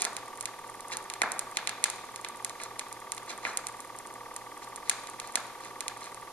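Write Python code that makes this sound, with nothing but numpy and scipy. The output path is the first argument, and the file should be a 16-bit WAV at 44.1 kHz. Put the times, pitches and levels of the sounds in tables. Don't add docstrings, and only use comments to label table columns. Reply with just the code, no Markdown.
import sys
import numpy as np
from scipy import signal
from scipy.fft import rfft, irfft
from scipy.io import wavfile

SR = 44100
rng = np.random.default_rng(int(sys.argv[2]) if len(sys.argv) > 2 else 0)


def digitize_waveform(pressure):
    field = np.atleast_2d(pressure).T
    bounded = np.clip(field, -1, 1)
    quanta = np.round(bounded * 32767).astype(np.int16)
    wavfile.write(sys.argv[1], SR, quanta)


N = 278712
TIME = np.arange(N) / SR
MOTOR_HZ = 19.346
BEAT_CREST_S = .208
SPEAKER_DELAY_S, ROOM_T60_S = 0.013, 0.78
TICK_BODY_DB, TICK_DIP_DB = -10, 3.5
FULL_SCALE, TOP_HZ = .85, 16600

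# (f/Hz, correlation)
LIKENESS = [(30, 0.15), (120, 0.47), (500, 0.77), (1100, 0.96), (2200, 0.67), (4000, 0.037), (12000, 0.063)]
# (f/Hz, relative density/dB)
HISS_SHAPE = [(25, 3), (100, -4), (170, 1), (330, 8), (600, 6.5), (1100, 6), (1600, -4.5), (2300, -4),
              (3000, -4), (5500, -4.5), (7000, -6), (9500, -5), (13300, -11), (15500, -43)]
# (f/Hz, relative level/dB)
HUM_LINES = [(116.07, -69), (120.08, -73.5)]
# (multiple of the motor turn, level/dB)
WHINE = [(20, -68.5), (25, -61.5), (27, -62), (33, -69), (38, -62.5), (42, -61), (46, -63.5), (49, -59.5),
         (51, -67.5)]
# (multiple of the motor turn, mean level/dB)
SQUEALS = [(47, -54), (60, -49.5)]
# (f/Hz, relative level/dB)
BUZZ_SHAPE = [(100, -40.5), (180, -22), (240, -5), (370, 8.5), (560, -4.5), (740, 0.5), (1000, 5),
              (1250, -1), (1450, 2.5), (2500, -13), (6000, -98)]
# (f/Hz, relative level/dB)
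RASP_SHAPE = [(500, -53), (1400, -13), (1650, -5.5), (1850, -0.5), (2100, -0.5), (2350, -12), (2650, -12),
              (3000, -48), (3300, -7), (3700, -27), (8000, -64)]
# (t/s, strength/dB, brightness/dB)
TICKS = [(0.02, 0, 9.5), (0.0445, -7, 4), (0.0511, 5, 0.5), (0.167, -3, 1.5), (0.4098, -9, 10),
         (0.4565, 0, 1.5), (0.8067, -17.5, 7.5), (0.9702, -7.5, 8.5), (1.1004, -2.5, -2), (1.138, -5, 0),
         (1.2186, 8.5, -4), (1.3194, -8, 11), (1.3931, -4.5, 11.5), (1.571, 9, -5.5), (1.6734, 7.5, -5.5),
         (1.694, 1, -2), (1.8407, 11.5, 3.5), (1.9008, -7, 8.5), (2.1602, -8, 3), (2.2476, 2, -11.5),
         (2.287, -17.5, 11.5), (2.4475, -3, 8.5), (2.496, -8.5, 0.5), (2.6364, -12, 9), (2.7944, 0, 0),
         (2.9273, -16.5, 11), (3.12, -5, 8.5), (3.1796, -6.5, -4), (3.573, -2, 10), (3.6694, -6, 7),
         (3.8046, -16.5, 7.5), (3.9879, -21.5, 15), (4.364, -12, 10.5), (4.7603, -15, 9.5),
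         (4.8966, 9.5, 5.5), (5.072, -10.5, -1.5), (5.1999, -3, -1), (5.3563, 9, 1.5), (5.8072, -2.5, 3),
         (5.8812, 1, 0), (6.1456, -19, 9)]
# (t/s, strength/dB)
POPS = [(0.0511, 1), (0.9194, -2.5), (1.2186, 14), (2.6006, -4.5), (3.4514, 8.5), (3.4616, -2),
        (5.3563, 1.5)]
# (f/Hz, gain/dB)
THUD = [(400, -4.5), (1200, -3), (2300, 0), (3500, -9.5), (8500, -27.5)]
# (t/s at the centre, half length/s, relative level/dB)
SCUFFS = [(0, 0.073, -33.5), (0.931, 0.023, -32.5), (1.57, 0.032, -45), (2.629, 0.056, -43),
          (3.307, 0.036, -39), (3.478, 0.07, -41), (4.635, 0.023, -46), (4.895, 0.047, -45),
          (5.263, 0.073, -49.5), (5.652, 0.066, -47), (6.043, 0.072, -46.5)]
# (f/Hz, gain/dB)
STYLUS = [(60, -26), (300, -13.5), (700, -1), (1300, -4.5), (2300, -1.5), (3000, -6.5), (3900, 0),
          (5200, -1.5), (7000, 4), (9400, 0), (10500, -4.5), (11700, -18), (14000, -24.5), (16500, -47)]
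# (f/Hz, relative gain/dB)
DECK = [(200, 5.5), (900, 5), (1900, 7.5), (3000, 2.5), (6000, -3), (12000, -6.5)]
# (f/Hz, relative gain/dB)
SPEAKER = [(60, -32), (200, 13), (500, 2.5), (1200, 8), (1700, 1.5), (2400, -2), (3000, -7), (4000, -8),
           (9000, -21), (14000, -15)]
# (f/Hz, relative level/dB)
CABINET = [(1380, -3), (1690, -5)]


def undb(db):
    return 10 ** (np.asarray(db) / 20)


def level(x, db):
    return x * undb(db) / np.sqrt(np.mean(x ** 2))


def curve(points, size):
    hz, value = np.transpose(points)
    bins_hz = np.fft.rfftfreq(size, 1 / SR)
    return np.interp(np.log(bins_hz + 1), np.log(hz), value)


def response(db):
    cepstrum = irfft(db * np.log(10) / 20)
    half = len(cepstrum) // 2
    cepstrum[1:half] *= 2
    cepstrum[half + 1:] = 0
    return irfft(np.exp(rfft(cepstrum)))


def colour(x, points):
    return signal.fftconvolve(x, response(curve(points, size=2048)))[:len(x)]


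def diffuse(points, size):
    alike = np.clip(curve(LIKENESS, size), -1, 1)
    shares = np.sqrt([(1 + alike) / 2, (1 - alike) / 2])
    mid, side = rfft(rng.standard_normal((2, size))) * shares
    return irfft(np.array([mid + side, mid - side]) * undb(curve(points, size)), size)


def ports(x, lag_s, pan_db):
    hz = np.fft.rfftfreq(N, 1 / SR)
    late = irfft(rfft(x) * np.exp(-2j * np.pi * hz * lag_s), N)
    return np.array([x * undb(pan_db / 2), late * undb(-pan_db / 2)])


def hiss():
    return level(diffuse(HISS_SHAPE, size=N), -50.0) * undb(np.array([[-.7], [.7]]))


def hum():
    lines = sum(undb(db) * np.sqrt(2) * np.sin(2 * np.pi * hz * (TIME - BEAT_CREST_S))
                for hz, db in HUM_LINES)
    return ports(lines * undb(1.0), lag_s=0.00049, pan_db=-2.5)


def motor_tones(turn, table):
    return sum(undb(db) * np.sqrt(2) * np.sin(2 * np.pi * (round(order) * turn + rng.random()))
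               for order, db in table)


def rubbing(turn, width, weak_db):
    firm, light = (np.exp(-.5 * (((turn - at + .5) % 1 - .5) / width) ** 2) for at in (.525, .98))
    return level(firm + undb(weak_db) * light + 0.013, 0)


def each_turn(turn, pressure):
    one_turn = np.arange(round(SR / MOTOR_HZ)) * MOTOR_HZ / SR
    lines = rfft(rng.standard_normal(len(one_turn)) * pressure(one_turn))
    grain = irfft(lines / np.abs(lines), len(one_turn))
    return np.interp(turn, one_turn, grain, period=1)


def drive():
    turn = MOTOR_HZ * TIME
    wobble = level(colour(rng.standard_normal(N), [(10, -9), (40, -43), (200, -96)]), -19.5)
    whine = motor_tones(turn, WHINE)
    squeals = motor_tones(turn, SQUEALS) * rubbing(turn, width=0.076, weak_db=-5.0)
    buzz_grain = each_turn(turn, lambda at: 0.66 + rubbing(at, width=0.13, weak_db=-6))
    buzz = level(colour(buzz_grain, BUZZ_SHAPE), -60.0)
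    rasp_grain = each_turn(turn, lambda at: rubbing(at + 0.12, width=0.086, weak_db=-11.5))
    rasp = level(colour(rasp_grain, RASP_SHAPE), -55.5)
    return ports((whine + squeals) * (1 + wobble) + buzz + rasp, lag_s=.00008, pan_db=-0.8)


def loudspeaker(early_db, early_s, db):
    age = np.maximum(TIME[:SR] - SPEAKER_DELAY_S, 0)
    fade = 1000 ** (-age / ROOM_T60_S) * (1 - np.exp(-age / 0.001))
    cluster = undb(early_db) * age / early_s * np.exp(1 - age / early_s)
    first = diffuse(SPEAKER, size=SR) * cluster
    first = np.array([colour(port, [(700, -5.5), (2300, -4), (3500, 1.5)]) for port in first])
    tail = diffuse(SPEAKER, size=SR) * fade
    return undb(db) * (tail + first) / np.sqrt(np.sum(fade ** 2))


def knock(db, rise_s):
    age = np.maximum(TIME[:SR // 10] - SPEAKER_DELAY_S, 0)
    swell = (age / rise_s) ** 2 * np.exp(-age / rise_s)
    modes = sum(undb(mode_db) * np.sin(2 * np.pi * hz * age) for hz, mode_db in CABINET)
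    return undb(db) * swell * modes


def deck_ring(t60_s, db):
    t = TIME[:SR // 20]
    ring = np.array([colour(rng.standard_normal(len(t)), DECK) for _ in range(2)])
    fade = 1000 ** (-t / t60_s) * (1 - np.exp(-t / 0.0015))
    return undb(db) * ring * fade / np.sqrt(np.sum(fade ** 2))


def dust(per_s, db, spread_db):
    size = undb(db + spread_db * np.minimum(rng.standard_exponential(N), 3))
    specks = (rng.random(N) < per_s / SR) * size * rng.choice([-1, 1], N)
    return colour(specks, [(1200, -1), (3500, -13), (8500, 11.5)])


def scuffs(grains_per_s):
    swell = sum(undb(db) * np.exp(-2 * ((TIME - s) / length) ** 2) for s, length, db in SCUFFS)
    grains = (rng.random(N) < grains_per_s / SR) * rng.standard_normal(N)
    grains = colour(grains, [(500, 7.5), (1500, 2.5), (4000, 9.0), (6500, 4.0), (10000, -2.5)])
    return swell * level(grains, -0.61)


def tick_spectrum(bright_db):
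    return [(1200, TICK_BODY_DB), (2600, -1.44), (3500, 0.59),
            (5500, .5 * bright_db - TICK_DIP_DB), (8500, bright_db)]


def clicks():
    ticks = [(s, db, tick_spectrum(bright_db)) for s, db, bright_db in TICKS]
    pops = [(s, db, THUD) for s, db in POPS]
    out = np.zeros(N + SR)
    for s, db, spectrum in ticks + pops:
        kick = undb(db) * response(curve(spectrum, size=512))
        start = int(s * SR)
        out[start:start + len(kick)] += kick
    return out[:N]


def groove():
    crackle = dust(per_s=15, db=-32, spread_db=3.9)
    motion = colour(clicks() + crackle + scuffs(grains_per_s=1700), STYLUS)
    left, right = ports(motion, lag_s=.000085, pan_db=-1)
    left = colour(left, [(1000, -8.0), (2300, 6.0), (5000, -8.5), (9000, -2.0)])
    direct = np.array([left, right])
    scatter = signal.fftconvolve(motion[None], deck_ring(t60_s=0.021, db=-6.0))[:, :N]
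    far = loudspeaker(early_db=2.5, early_s=0.0061, db=-1)
    room = signal.fftconvolve(motion[None], far)[:, :N]
    boxy = signal.fftconvolve(motion, knock(db=-25.5, rise_s=0.002))[:N]
    cabinet = ports(boxy, lag_s=.00005, pan_db=-3.5)
    return direct + scatter + room + cabinet


def scene():
    return hiss() + hum() + drive() + groove()


def record(dry):
    notched = .2 * dry + .8 * signal.lfilter(*signal.iirnotch(7900, 18, fs=SR), dry)
    rounded = notched / (1 + (notched / FULL_SCALE) ** 6) ** (1 / 6)
    return signal.sosfiltfilt(signal.ellip(8, .1, 50, TOP_HZ, fs=SR, output="sos"), rounded)


dry = scene()
out = record(dry)
digitize_waveform(out)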